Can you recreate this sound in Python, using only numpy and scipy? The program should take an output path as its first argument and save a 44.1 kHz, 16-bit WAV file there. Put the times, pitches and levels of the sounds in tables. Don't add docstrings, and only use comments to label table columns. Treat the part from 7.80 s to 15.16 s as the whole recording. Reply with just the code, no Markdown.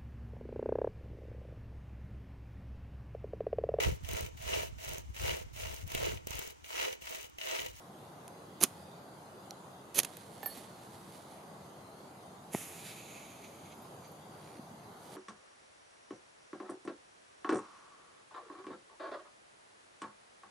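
import sys
import numpy as np
from scipy import signal
from scipy.fft import rfft, irfft, next_fast_len
from scipy.io import wavfile
from scipy.ndimage import uniform_filter1d, map_coordinates

SR = 44100
rng = np.random.default_rng(int(sys.argv[2]) if len(sys.argv) > 2 else 0)


def pcm_store(signal):
    levels = np.round(np.clip(np.atleast_2d(signal), -1, 1) * 32767)
    wavfile.write(sys.argv[1], SR, levels.astype(np.int16).T)


N = 324742

# start_s, release_s, release_level_db, body_gain_db, spark_level_db
ROD_STROKES = [(0.806, 0.8364, -25, -3.5, -61), (2.145, 2.193, -24.5, -9.5, -56.5)]
# start_s, level_db
ROD_GRAZES = [(.8125, -31.5), (2.233, -34), (2.248, -35)]
# freq_hz, level_db
SCRAPE_SPECTRUM = [(100, -27.5), (500, -6), (1200, -21.5), (1700, -10.5), (2500, -8.5), (4000, -6),
                   (5500, -9), (6400, -3), (8000, -9), (10400, 2), (12500, -0.5), (14000, -19),
                   (15500, -29)]
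# centre_hz, width_hz, lift_db
ROD_RESONANCES = [(2550, 280, 6), (6380, 700, 3.5), (10000, 1470, 0.5)]
# freq_hz, level_db
SHUDDER_SPECTRUM = [(40, -36), (70, -25), (140, -5.5), (230, -3.5), (360, 1), (520, -5), (900, -7),
                    (1500, -12), (4000, -49)]
# start_s, ring_db, focus_hz, falloff_db_per_octave, crack_db
EDGE_SNAPS = [(0.4794, -33.5, 7000, 9, -45), (0.8368, -2, 8800, 8.5, -15),
              (0.8379, -10.5, 10400, 11.5, -20), (1.708, -16.5, 5000, 32, -41.5),
              (2.19, -4.5, 12360, 7.5, -13), (2.3696, -36, 4500, 13, -37)]
# pitch_hz, level_db, t60_s
HELD_MODES = [(2560, 1, .007), (3130, 0.5, 0.0043), (4200, -7.5, 0.0068), (5850, -5.5, .005),
              (6850, -5.5, .006), (9450, 2, 0.0046), (10320, -2.5, 0.0065), (12320, -5, 0.0051)]
# start_s, ring_db, knock_db, tilt_db_per_octave
SCRAPER_HITS = [(2.63, -47, -37.5, -3), (2.6593, -41, -37.5, 2.5), (2.673, -49.5, -62.5, -.5),
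                (2.772, -68, -47, 5), (5.79, -81, -74, 1), (5.95, -81, -74, 4), (6.02, -79, -68, 6),
                (6.275, -73, -76, 1), (6.315, -73, -80, 2)]
# pitch_hz, level_db, t60_s
SCRAPER_MODES = [(812, 0.5, 0.12), (1766, -0.5, 0.1), (4406, -11, 0.41), (4420, -7, 0.43), (8450, -21, .3),
                 (10220, -6, 0.33), (12900, 10, 0.078), (12905, -11.5, 0.4), (14300, -27, .25)]
# freq_hz, level_db
KNOCK_SPECTRUM = [(40, -35), (120, 3), (300, -2), (800, 6), (1500, -7.5), (3000, -13), (7000, -19),
                  (15000, -21)]
# start_s, level_db
VAPOUR_PUFFS = [(4.7437, -29), (4.7484, -17.5)]
# pitch_hz, level_db, t60_s
POP_MODES = [(215, -7, 0.018), (364, -3, 0.016), (706, -2, 0.0086), (1950, -12.5, 0.0093)]
# freq_hz, level_db
SIZZLE_SPECTRUM = [(710, -43), (1200, 0), (1470, -7), (1800, -1), (1960, 1), (2740, 0.5), (4720, -11),
                   (6730, 1.5), (8330, -3.5), (10800, 4), (12400, -1), (14900, -21), (15500, -30.5)]
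# centre_hz, width_hz, level_db
JET_RESONANCES = [(2395, 490, -1.5), (3644, 1700, -2.5), (6700, 720, -2), (10600, 1300, -10.5)]
# peak_s, level_db
FLAME_SPITS = [(5.645, -56.5), (5.86, -63.5), (5.925, -61.5), (6.25, -63.5)]
# freq_hz, level_db
FIZZ_SPECTRUM = [(880, -32), (1500, -4), (1840, -3.5), (2020, -3), (2730, -8), (3000, -3.5), (4210, -3.5),
                 (5510, -9.5), (10700, -4.5), (15000, -22)]
# peak_s, level_db, rise_s, fall_s
HAND_RUSTLES = [(2.79, -54.5, 0.33, 0.2), (3.03, -63, 0.089, .1), (3.15, -62, .06, 0.074),
                (3.36, -58.5, 0.3, 0.17), (3.52, -63, 0.14, 0.16), (7.34, -57.5, 0.28, .3)]
# start_s, level_db, pitch_hz, t60_s
HAND_BUMPS = [(2.7748, -39, 245, 0.037), (6.793, -32, 242, 0.022)]
# time_s, pitch_hz
SQUEAK_GLIDE = [(6.59, 8650), (6.68, 9450), (6.72, 9350), (6.76, 9700), (6.82, 8450)]
# freq_hz, level_db
RASP_SPECTRUM = [(800, -25), (2000, 1), (3500, -4.5), (6000, -8), (8000, -16), (15000, -38.5)]
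# freq_hz, level_db
TREE_SPECTRUM = [(15, -72.5), (25, -32), (59, -23.5), (72, -15), (95, -5), (188, 0), (238, -6), (303, -5.5),
                 (384, -4.5), (479, -7.5), (771, -5.5), (1030, -11), (1200, -13), (1580, -19.5),
                 (2000, -29), (2600, -53), (4400, -120)]
# freq_hz, level_db
AIR_SPECTRUM = [(1180, -34), (2000, -0.5), (2140, -3.5), (2370, -5), (2630, -5), (3260, -2.5), (4180, -3.5),
                (4590, -2.5), (5740, -10), (6250, -3), (7680, -10), (10100, -5.5), (11400, -7),
                (14700, -18), (15500, -28)]
# freq_hz, likeness
STEREO_LIKENESS = [(60, 0.88), (120, 1), (240, 0.93), (480, 0.76), (950, 0.4), (1890, -1.34), (3770, 0.21),
                   (7520, 0.36), (15000, 0.39)]
# freq_hz, t60_s
WOODS_DECAY = [(200, .25), (2000, .3), (10000, 0.22)]

GATHER_DB, SHUDDER_DB_PER_S = 18, 296.5
FOLLOW_DB, FOLLOW_HOLD_S, FOLLOW_T60_S = -6, .0081, .04
GRAZE_HOLD_S, GRAZE_T60_S, GRAZE_BODY_DB = .0023, .018, -8.5
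SLIDE_HZ = 8000
CRACK_T60_S, SNAP_ATTACK_S = .008, .00018
RING_ATTACK_S, KNOCK_T60_S = .0004, .04
REST_S, REST_T60_S = 2.77, .1
TINDER_LIT_S, IGNITION_S, JET_FULL_S, FLARE_S = 2.4, 4.735, 5.063, 5.07
JET_START_RATIO, JET_END_RATIO, JET_SETTLE_S = 1.08, .93, .8
TREES_DB, AIR_DB = -53, -65.5
LOW_CUT_HZ, TOP_HZ = 75, 15600


def scrapes():
    t = np.arange(N) / SR
    cutting, sliding, shaking = np.zeros((3, N))
    for start, release, db, body_db, _ in ROD_STROKES:
        length_s = release - start
        to_go_s = np.clip(release - t, 0, length_s)
        cut = amp(db - GATHER_DB * to_go_s / length_s) * swell(start, .002, .0009, hold_s=length_s)
        slide = amp(db + FOLLOW_DB) * fading(release, .0016, 60 / FOLLOW_T60_S, FOLLOW_HOLD_S)
        cutting += cut
        sliding += slide
        shaking += np.maximum(cut, slide) * amp(body_db - SHUDDER_DB_PER_S * to_go_s)
    for start, db in ROD_GRAZES:
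        slide = amp(db) * fading(start, .0014, 60 / GRAZE_T60_S, GRAZE_HOLD_S)
        sliding += slide
        shaking += slide * amp(GRAZE_BODY_DB)
    chips = unit(filtered(grains(per_s=35000, spread_db=3.5), rod_colour))
    friction = grains(per_s=35000, spread_db=4.5)
    rub = unit(filtered(friction, lambda hz: rod_colour(hz) / np.hypot(1, (hz / SLIDE_HZ) ** 2)))
    chatter = amp(2.6 * wobble(350))
    shudder = coloured(rng.standard_normal(N), SHUDDER_SPECTRUM)
    return chatter * (cutting * chips + sliding * rub) + shaking * shudder


def snaps():
    track, t = np.zeros(N), np.arange(SR // 30) / SR
    crackle = filtered(rng.standard_normal(N), rod_colour)
    attack = 1 - np.exp(-t / SNAP_ATTACK_S)
    for start, ring_db, focus_hz, falloff, crack_db in EDGE_SNAPS:
        ring = sum(mode(t, hz, db - falloff * abs(np.log2(hz / focus_hz)), t60)
                   for hz, db, t60 in HELD_MODES)
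        crack = amp(crack_db - 60 * t / CRACK_T60_S) * unit(crackle[round(start * SR):][:len(t)])
        add(track, start, (amp(ring_db) * ring + crack) * attack)
    return track


def rod_colour(hz):
    lift_db = sum(db / (1 + (2 * (hz - centre) / width) ** 2) for centre, width, db in ROD_RESONANCES)
    return amp(along(SCRAPE_SPECTRUM, hz) + lift_db)


def vapour_pop():
    track, t = np.zeros(N), np.arange(SR // 10) / SR
    swing = sum(mode(t, hz, db, t60) for hz, db, t60 in POP_MODES)
    for start, db in VAPOUR_PUFFS:
        add(track, start, amp(db) * swing)
    return track


def stove():
    age_s = np.maximum(np.arange(N) / SR - IGNITION_S, 0)
    flash = amp(-46) * fading(IGNITION_S, rise_s=.02, db_per_s=85, hold_s=.062)
    simmer = amp(-52.5) * fading(IGNITION_S, rise_s=.02, db_per_s=14.5)
    sizzle = np.hypot(flash, simmer) * coloured(grains(per_s=30000, spread_db=.5), SIZZLE_SPECTRUM)
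    fizz = coloured(grains(per_s=49000, spread_db=0), FIZZ_SPECTRUM)
    flare = amp(-49.5) * swell(FLARE_S, rise_s=.17, fall_s=.14) * fizz
    burn = amp(-59.5) * fading(JET_FULL_S, rise_s=.6, db_per_s=29, hold_s=.32) * (age_s > 0)
    spits = [amp(db) * swell(peak, rise_s=.029, fall_s=.033) for peak, db in FLAME_SPITS]
    sink = JET_END_RATIO + (JET_START_RATIO - JET_END_RATIO) * np.exp(-age_s / JET_SETTLE_S)
    hollow = sum(amp(db) * band(hz * sink, width) for hz, width, db in JET_RESONANCES)
    jet = np.linalg.norm([burn, *spits], axis=0) * hollow
    flutter = amp(1.06 * wobble(35))
    return flutter * (sizzle + flare + jet)


def dropped_scraper():
    track, t = np.zeros(N), np.arange(SR // 2) / SR
    wood = coloured(rng.standard_normal(N), KNOCK_SPECTRUM)
    attack = 1 - np.exp(-t / RING_ATTACK_S)
    for start, ring_db, knock_db, tilt in SCRAPER_HITS:
        ring = np.zeros_like(t)
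        for hz, db, t60 in SCRAPER_MODES:
            struck_db = db + tilt * np.log2(hz / 4000) + rng.normal(0, 1.2)
            ring += mode(t, hz, struck_db, t60, phase_turns=rng.random())
        resting_s = np.maximum(start + t - REST_S, 0) * (start < REST_S)
        ring *= amp(ring_db - 60 * resting_s / REST_T60_S)
        knock = amp(knock_db - 60 * t / KNOCK_T60_S) * wood[round(start * SR):][:len(t)]
        add(track, start, ring * attack + knock)
    return track


def bumps():
    track, t = np.zeros(N), np.arange(SR // 10) / SR
    for start, db, hz, t60 in HAND_BUMPS:
        add(track, start, mode(t, hz, db, t60))
    return track


def tinder():
    sparks = [amp(db) * fading(release, rise_s=.021, db_per_s=42) for _, release, _, _, db in ROD_STROKES]
    flame = amp(-63.5) * fading(TINDER_LIT_S, rise_s=.44, db_per_s=8)
    rustles = [amp(db) * swell(peak, rise, fall) for peak, db, rise, fall in HAND_RUSTLES]
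    level = np.linalg.norm([flame, *sparks, *rustles], axis=0)
    flicker = amp(wobble(40))
    return level * flicker * coloured(grains(per_s=5000, spread_db=-1.5), FIZZ_SPECTRUM)


def squeak():
    glide_hz = np.interp(np.arange(N) / SR, *np.transpose(SQUEAK_GLIDE))
    pitch_hz = glide_hz * (1 + .005 * wobble(300))
    tone = np.sin(2 * np.pi * np.cumsum(pitch_hz) / SR)
    slip_hz = 75 * np.exp(.12 * wobble(30))
    slip_phase = np.cumsum(slip_hz) / SR % 1
    rasp = unit(np.exp(-slip_phase / .37) * coloured(rng.standard_normal(N), RASP_SPECTRUM))
    return amp(-68) * swell(6.66, rise_s=.26, fall_s=.04, hold_s=.12) * (tone + amp(2.5) * rasp)


def wind():
    murmur = amp(TREES_DB + .36 * wobble(5.8)) * rush(TREE_SPECTRUM, patchy_db=1)
    return murmur + amp(AIR_DB) * rush(AIR_SPECTRUM, patchy_db=2.6)


def rush(spectrum, patchy_db):
    def mid_side_gains(hz):
        likeness = np.clip(along(STEREO_LIKENESS, hz), 0, 1)
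        width = np.tan(np.arccos(likeness) / 2)
        return amp(along(spectrum, hz)) * np.array([np.ones_like(hz), width])
    bins = signal.stft(rng.standard_normal((2, N)), nperseg=1024)[2]
    patches = uniform_filter1d(rng.standard_normal(bins.shape[1:]), size=6, axis=0)
    patches = uniform_filter1d(patches, size=10, axis=1)
    pair = signal.istft(bins * amp(patchy_db * unit(patches)), nperseg=1024)[1][:, :N]
    mid, side = filtered(pair, mid_side_gains)
    return np.array([mid + side, mid - side]) / mid.std()


def woods(x):
    hz, t, bins = signal.stft(rng.standard_normal((2, SR // 2)), SR, nperseg=256)
    decay = amp(-60 * t / along(WOODS_DECAY, hz)[:, None])
    tail = signal.istft(bins * decay, SR, nperseg=256)[1]
    return signal.fftconvolve(x[None], tail / np.linalg.norm(tail[0]), axes=1)[:, :N]


def placed(x, right_db):
    def shade(hz):
        gains = amp(np.outer([-1, 1], right_db / 2 * hz ** 2 / (hz ** 2 + 800 ** 2)))
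        return gains / gains.mean(axis=0)
    return filtered(x, shade)


def mode(t, hz, db, t60_s, phase_turns=0):
    return amp(db - 60 * t / t60_s) * np.sin(2 * np.pi * (hz * t + phase_turns))


def band(hz, width_hz):
    baseband = filtered(rng.standard_normal((2, N)), lambda f: 1 / np.sqrt(1 + (2 * f / width_hz) ** 4))
    phase = 2 * np.pi * np.cumsum(hz) / SR
    return unit(baseband[0] * np.cos(phase) + baseband[1] * np.sin(phase))


def grains(per_s, spread_db):
    clicks = (rng.random(N) < per_s / SR) * rng.standard_normal(N)
    return unit(clicks * amp(spread_db * rng.standard_normal(N)))


def swell(peak_s, rise_s, fall_s, hold_s=0):
    t = np.arange(N) / SR - peak_s
    decades_down = np.maximum(-t / rise_s, 0) + np.maximum((t - hold_s) / fall_s, 0)
    return amp(-20 * np.minimum(decades_down, 10))


def fading(peak_s, rise_s, db_per_s, hold_s=0):
    return swell(peak_s, rise_s, 20 / db_per_s, hold_s)


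def wobble(rate_hz):
    knots = rng.standard_normal(int(N * rate_hz / SR) + 4)
    return map_coordinates(knots, [np.arange(N) * rate_hz / SR])


def coloured(x, spectrum):
    return unit(filtered(x, lambda hz: amp(along(spectrum, hz))))


def filtered(x, response):
    size = next_fast_len(N + SR // 8, real=True)
    return irfft(rfft(x, size) * response(np.fft.rfftfreq(size, 1 / SR)), size)[..., :N]


def low_cut(x, hz, order):
    return signal.sosfilt(signal.butter(order, hz, 'highpass', fs=SR, output='sos'), x)


def along(points, hz):
    freqs, values = np.transpose(points)
    return np.interp(np.log(hz + 1), np.log(freqs + 1), values)


def add(track, start_s, sound):
    part = track[round(start_s * SR):][:len(sound)]
    part += sound[:len(part)]


def amp(db):
    return 10 ** (np.asarray(db) / 20)


def unit(x):
    return x / np.sqrt(np.mean(x ** 2) + 1e-20)


def scene():
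    striker = scrapes() + snaps()
    handling = dropped_scraper() + tinder() + squeak()
    burner = stove()
    thumps = low_cut(vapour_pop() + bumps(), hz=120, order=3)
    near = placed(striker, right_db=7) + placed(handling, right_db=8)
    near += placed(burner, right_db=4) + placed(thumps, right_db=3)
    reverb_send = amp(-25) * (striker + handling + thumps) + amp(-6.5) * burner
    return low_cut(near, LOW_CUT_HZ, order=2) + woods(reverb_send) + wind()


def record(dry):
    return filtered(np.clip(dry, -1, 1), lambda hz: hz < TOP_HZ)


dry = scene()
out = record(dry)
pcm_store(out)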